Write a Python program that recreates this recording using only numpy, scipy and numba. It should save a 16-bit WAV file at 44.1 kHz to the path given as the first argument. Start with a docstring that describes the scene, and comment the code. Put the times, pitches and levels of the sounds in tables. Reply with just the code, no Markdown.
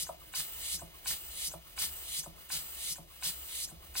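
"""A model mill engine runs on compressed air at about 83 rpm, close by in a small room.
Each turn: a tick at dead centre and a sharp puff, a thin leak, then a second exhaust that swells, rises
in pitch and is cut off by the valve; a loose bearing knocks and the wooden base thumps. The flywheel
rumbles. Air is shaped noise under flow envelopes; impacts are decaying modes."""
import sys
import numpy as np
from scipy import signal
from scipy.fft import rfft, irfft
from scipy.io import wavfile
from scipy.ndimage import uniform_filter1d
from numba import njit

SR = 44100
rng = np.random.default_rng(int(sys.argv[2]) if len(sys.argv) > 2 else 0)


def digitize_waveform(pressure):
    """Quantize a signal to 16-bit integers and store it at the path in sys.argv[1].

    Rows of a 2-D input are taken as channels; values are limited to [-1, 1].
    """
    field = np.atleast_2d(pressure).T
    bounded = np.clip(field, -1, 1)
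    quanta = np.round(bounded * 32767).astype(np.int16)
    wavfile.write(sys.argv[1], SR, quanta)


N = 176400

# crank turns (dead centre [s], tick [dB], puff [dB], delay to valve cut-off [s])
CRANK_TURNS = [(-.388, -40, 1.5, 0.42), (0.338, -42.5, 0.5, 0.42), (1.058, -43, 0.6, .42),
               (1.777, -42.5, 1, 0.42), (2.502, -43.5, 0.5, 0.4226), (3.224, -43.5, -0.5, .422),
               (3.953, -43, 1, .425)]


def exhaust(centres, cuts):
    """Raspy puff on the first stroke, slow swell on the second; both shake the base."""
    # noise spectra (frequency [Hz], level [dB])
    puff_spectrum = [(300, -25), (700, -13), (1000, -16.5), (1550, -13), (1950, -7), (2300, -8.5),
                     (3400, -2), (4100, -0.5), (5200, -2.5), (6200, -5.5), (7700, .3), (9600, 2.5),
                     (10800, -5), (12000, -6), (13500, -1), (14700, -0.5), (15800, -3)]
    swell_spectrum = [(1500, -38), (2000, -17.5), (2900, -14.5), (3400, -10), (4200, -9), (6100, -6.5),
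                      (6700, -4.5), (7700, -1), (9500, 1), (10000, 1), (10700, -7), (12500, -6),
                      (14900, -5), (15800, -14)]
    port_spectrum = [(1400, -20.5), (2000, -5), (2600, -8), (3100, -2.5), (3600, 0), (4300, -2),
                     (5500, -12), (9000, -25)]  # lower roar of the wide-open port
    jet_spectrum = [(3000, -16), (4800, 0), (5800, -3), (7500, -8), (11000, -13), (15000, -20)]
    rasp_spectrum = [(500, -13), (1500, 0.5), (3800, -4), (6000, -16), (15000, -20)]
    base_spectrum = [(130, -6.5), (168, 7), (230, -14.5), (320, -11.5), (450, -23), (1500, -55)]
    spits_per_s = 420
    jet = undb(-39.5) * air(jet_spectrum) * stroke(centres, 0.0046, 0.0085, 0.047, 0.018)
    spits = (rng.random(N) < spits_per_s / SR) * rng.standard_normal((2, N))
    rasp = undb(-48) * unit(irfft(rfft(spits) * shape(rasp_spectrum), N))
    rasp *= stroke(centres, 0.027, 0.022, 0.066, 0.018)
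    puff = undb(-32.5) * air(puff_spectrum) * stroke(centres, 0.0004, 0.023, 0.067, 0.026, db_per_s=20)
    swell = undb(-35) * air(swell_spectrum) * stroke(cuts, -0.23, 0.25, 0.0011, 0.01, db_per_s=14)
    port = undb(-44.5) * air(port_spectrum) * stroke(cuts, -0.22, 0.18, -0.023, 0.024)
    shake = undb(-57) * stroke(centres, 0, 0.056, 0.07, 0.034)
    shake += undb(-58.5) * stroke(cuts, -0.042, 0.047, 0.022, 0.02)
    return puff + jet + rasp + swell + port + shake * air(base_spectrum)


def cylinder(cuts):
    """The shortening air column whistles upward, breaks at the valve and spits once more."""
    # air column (time after dead centre [s], resonance [Hz])
    cavity_sweep = [(.28, 3100), (.36, 3830), (.405, 5070), (.432, 5400), (.452, 6650), (.475, 8270),
                    (.51, 9100)]
    width_hz = 2600.0
    t = np.arange(N) / SR
    centres_s = np.array(CRANK_TURNS)[:, 0]
    since_s = t - centres_s[np.searchsorted(centres_s, t) - 1]
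    hz = np.interp(since_s, *np.array(cavity_sweep).T)
    noise = air([(1000, 0), (15000, 0)])
    whistle = unit(np.array([bandpass(bandpass(x, hz, width_hz), hz, width_hz) for x in noise]))
    flow = undb(-41) * stroke(cuts, -0.079, 0.074, 0.004, 0.016)
    flow += undb(-49.5) * stroke(cuts, 0.025, 0.014, 0.055, 0.023)
    spit = undb(-48.5) * air([(2500, -7), (5000, -6.5), (9000, -7), (11500, -1), (15500, 0)])
    spit *= stroke(cuts, 0.016, 0.014, 0.048, 0.047)
    return whistle * flow + spit


def leaks(centres):
    """Thin hiss past valve and gland under pressure, over a constant seep."""
    # noise spectra (frequency [Hz], level [dB])
    valve_spectrum = [(380, -13), (500, -12), (750, -11.5), (1050, -11), (1780, -10.5), (2260, -12.5),
                      (2900, -7.5), (3620, -12.5), (4800, -12), (6300, -14), (8320, -3), (9700, -7.5),
                      (10600, -16.5), (12000, -8.5), (14700, -10), (15800, -4.5)]
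    seep_spectrum = [(330, -9.5), (600, -8.5), (850, -14), (1060, -4.5), (1390, -9), (1810, -8), (2940, -8),
                     (3600, -9), (6090, -11.5), (7620, -14.5), (9720, -12.5), (11500, -18.5), (14700, -6.5),
                     (15800, -6)]
    back_spectrum = [(1500, 2), (3000, 1.5), (6500, -5.5), (9300, 4.5), (11300, -4.5), (15000, 9.5)]
    valve = undb(-47.5) * air(valve_spectrum) * stroke(centres, -0.021, 0.015, 0.41, 0.054, db_per_s=-6.5)
    gland = undb(-46.5) * air([(12500, -18.5), (14300, -2.5), (15200, 1), (15800, -8.5)], left_db=1)
    gland *= stroke(centres, 0.017, 0.043, 0.25, 0.08, db_per_s=-13)
    crack = undb(-49) * air([(5500, -11), (8000, 15), (10000, -14), (11500, -9), (15000, -9.5)])
    crack *= stroke(centres, -0.02, 0.024, -0.0029, 0.0069)
    backstroke = undb(-51) * air(back_spectrum, left_db=-0.5) * stroke(centres, 0.541, 0.091, 0.69, 0.11)
    seep = undb(-56) * air(seep_spectrum, left_db=1)
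    return valve + gland + crack + backstroke + seep


def linkage():
    """Play in the rod: a tick at one dead centre; at the other a tap, a falling knock and a thump."""
    # return-stroke bearing knocks (time [s], knock [dB], thump [dB], tap [dB])
    bearing_knocks = [(.091, -34.2, -50, -52), (.817, -44, -41.5, -54), (1.538, -39, -41.5, -54.5),
                      (2.26, -43, -41, -52.5), (2.982, -45.5, -42, -56.5), (3.712, -52, -43.5, -58)]
    # modes of tick, metal bed and wooden base (frequency [Hz], level [dB], t60 [s])
    tick_modes = [(780, -6.5, 0.056), (1034, -4, 0.082), (1510, 0, 0.035), (1710, 2.5, 0.013),
                  (2260, -1.5, 0.039), (2540, -5.5, 0.06), (2890, -3, 0.04), (3840, 6, 0.0089)]
    bed_modes = [(563, -0.5, 0.072), (654.3, -1, 0.087), (695, -5, 0.17), (920, -14.5, 0.12),
                 (1013, -7.5, 0.077), (1157, -12, 0.07), (1274, -3, 0.032)]
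    base_modes = [(67.7, -13.5, 0.2), (167.5, -2, 0.14), (227, -10, 0.054), (316.4, -11.5, .13),
                  (379, -12, .05)]
    start_hz, end_hz, fall_s, decay_s = 1483, 530, 0.00394, 0.0068
    tap_lead_s, thump_lag_s = 0.023, 0.00916
    out, t = np.zeros(N), np.arange(SR // 2) / SR
    for start_s, tick_db, _, _ in CRANK_TURNS:
        add(out, start_s, undb(tick_db) * ring(tick_modes, t) * onset(t, 0.00027))
    hz = end_hz + (start_hz - end_hz) * np.exp(-t / fall_s)
    chirp = np.sin(2 * np.pi * np.cumsum(hz) / SR) * np.exp(-t / decay_s) * onset(t, 0.006)
    for start_s, knock_db, thump_db, tap_db in bearing_knocks:
        bed = ring(bed_modes, t) * onset(t, 0.00071)
        add(out, start_s, undb(knock_db) * (undb(4.5) * chirp + undb(-4) * bed))
        add(out, start_s + thump_lag_s, undb(thump_db) * ring(base_modes, t) * onset(t, 0.0056))
        add(out, start_s - tap_lead_s, undb(tap_db) * ring(tick_modes[:4], t))
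    return out


def crosshead(centres):
    """Faint rub in the guide on the return stroke."""
    rub = air([(800, -25), (1080, 7), (1300, -4), (2200, -32), (6000, -49)], left_db=1)
    return undb(-57) * rub * stroke(centres, 0.595, 0.018, 0.608, 0.014)


def flywheel():
    """Wavering rumble through the base."""
    # (frequency [Hz], level [dB])
    rumble_spectrum = [(20, -14), (35, -2.5), (48, -4.5), (58, -0.5), (68, 4), (80, -8), (98, -15),
                       (115, -12), (135, -19), (168, -13), (200, -18), (255, -30), (315, -15), (430, -23.5),
                       (700, -19), (2000, -52)]
    return undb(-57.5) * air(rumble_spectrum) * undb(drift(12))


def scatter(x, level_db=-8.5, t60_s=0.07):
    """Close reflections off plate and flywheel comb the hiss, differently on each side."""
    t = np.arange(SR // 20) / SR
    paths = rng.standard_normal((2, len(t))) * decay(t, t60_s)
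    paths *= undb(level_db) / np.sqrt(np.sum(paths ** 2) / 2)
    return (x + signal.fftconvolve(x, paths, axes=1)[:, :N]) / np.hypot(1, undb(level_db))


def room(x, tail_db=-2, t60_s=0.17, echo_s=0.014, echo_db=-17):
    """One early reflection and a short diffuse stereo tail."""
    t = np.arange(SR // 2) / SR
    tail = rng.standard_normal((2, len(t))) * decay(t, t60_s) * (t > 0.002)
    tail *= undb(tail_db) / np.sqrt(np.sum(tail ** 2) / 2)
    tail[:, int(echo_s * SR)] += undb(echo_db)
    return x + signal.fftconvolve(x[None], tail, axes=1)[:, :N]


def air(spectrum, left_db=0):
    """Turbulent stereo noise from (frequency [Hz], level [dB]) points, rms 1 before panning."""
    # narrow resonances colouring the noise (frequency [Hz], width [Hz], gain [dB])
    resonances = [(2962, 200, 5.5), (3380, 100, 6), (3810, 70, 3), (4090, 56, 6.5), (4780, 100, -0.5),
                  (4900, 67, 5), (5140, 100, -4), (5400, 37, 2), (5750, 61, 4), (6120, 270, 1.5),
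                  (6590, 65, 6), (6900, 150, 1), (7480, 100, 3), (8030, 120, 5.5), (8300, 66, 0),
                  (9200, 90, 2.5), (9430, 49, -0.5), (9790, 160, 4), (10250, 57, 6), (11000, 130, 3),
                  (13100, 76, 2), (14550, 82, -14)]
    # stereo width (frequency [Hz], side gain [dB])
    side_spectrum = [(30, -21), (70, -10), (160, -4.5), (300, -2), (600, 0.5), (1200, 1), (2200, 3),
                     (2950, 0), (3700, 1.5), (4700, 2), (5500, 3), (6000, -1.5), (7000, 0.5), (8000, -3.5),
                     (9700, -2), (11000, 1.5), (12600, 1.5), (15000, 1)]
    lag_s, likeness = 0.00013, 0.99  # the air reaches the left side first
    f = np.arange(N // 2 + 1) * SR / N
    colour_db = sum(db / (1 + (2 * (f - hz) / width_hz) ** 2) for hz, width_hz, db in resonances)
    mid, other = rfft(rng.standard_normal((2, N))) * shape(spectrum) * undb(colour_db)
    coherent = likeness * np.sin(2 * np.pi * f * lag_s)
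    side = (1j * coherent * mid + np.sqrt(1 - coherent ** 2) * other) * shape(side_spectrum)
    pan = undb(np.array([[left_db], [-left_db]]) / 2)
    return unit(irfft(np.array([mid + side, mid - side]), N)) * pan


def stroke(marks, open_s, attack_s, close_s, release_s, db_per_s=0):
    """Flow envelope around each mark (time [s], level [dB]): smooth rise, slope, exponential release."""
    out = 0
    for mark_s, db in marks:
        t = np.arange(N) / SR - mark_s
        rise = np.sin(np.pi / 2 * np.clip((t - open_s) / attack_s, 0, 1)) ** 2
        level = undb(db + db_per_s * (np.clip(t, open_s, close_s) - close_s))
        out += rise * level * np.exp(-np.maximum(t - close_s, 0) / release_s)
    return out


def ring(modes, t, detune=0.0057):
    """Decaying modes, slightly different at each blow."""
    out = 0
    for hz, db, t60_s in modes:
        hz *= 1 + detune * rng.standard_normal()
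        out += undb(db) * np.sin(2 * np.pi * hz * t + rng.uniform(0, 2 * np.pi)) * decay(t, t60_s)
    return out


@njit
def bandpass(x, hz, width_hz):
    """State-variable resonator with a moving centre."""
    y, band, low = np.empty(len(x)), 0., 0.
    for i in range(len(x)):
        g, damping = np.tan(np.pi * hz[i] / SR), width_hz / hz[i]
        v = (band + g * (x[i] - low)) / (1 + g * (g + damping))
        band, low, y[i] = 2 * v - band, low + 2 * g * v, damping * v
    return y


def shape(spectrum):
    """Gain per FFT bin; falls 12 dB/octave below the first point."""
    hz, db = np.array(spectrum, float).T
    f = np.arange(N // 2 + 1) * SR / N + 1e-3
    return undb(np.interp(np.log(f), np.log(hz), db)) * np.minimum(f / hz[0], 1) ** 2


def drift(rate_hz):
    """Smoothed random steps."""
    hold = int(SR / rate_hz)
    steps = np.repeat(rng.standard_normal(N // hold + 1), hold)
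    return 2 * uniform_filter1d(uniform_filter1d(steps, hold), hold)[:N]


def onset(t, rise_s):
    return 1 - np.exp(-t / rise_s)


def decay(t, t60_s):
    return np.exp(-np.log(1000) * t / t60_s)


def undb(db):
    return 10 ** (np.asarray(db) / 20)


def unit(x):
    return x / np.sqrt(np.mean(x ** 2))


def add(out, start_s, sound):
    i = int(start_s * SR)
    if 0 <= i < N:
        out[i:i + len(sound)] += sound[:N - i]


def scene():
    """Fluttering air, linkage, crosshead and flywheel."""
    centres = [(centre_s, puff_db) for centre_s, _, puff_db, _ in CRANK_TURNS]
    cuts = [(centre_s + delay_s, 0) for centre_s, _, _, delay_s in CRANK_TURNS]
    hiss = exhaust(centres, cuts) + cylinder(cuts) + leaks(centres)
    flutter_db = 0.55 * drift(150) + 0.86 * drift(8.77)
    rumble = flywheel()
    return scatter(hiss * undb(flutter_db)) + room(linkage()) + crosshead(centres) + rumble


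def record(dry):
    """Steep low-pass."""
    top_hz = 15850
    return signal.sosfilt(signal.ellip(12, 0.1, 80, top_hz, fs=SR, output="sos"), dry)


dry = scene()
out = record(dry)
digitize_waveform(out)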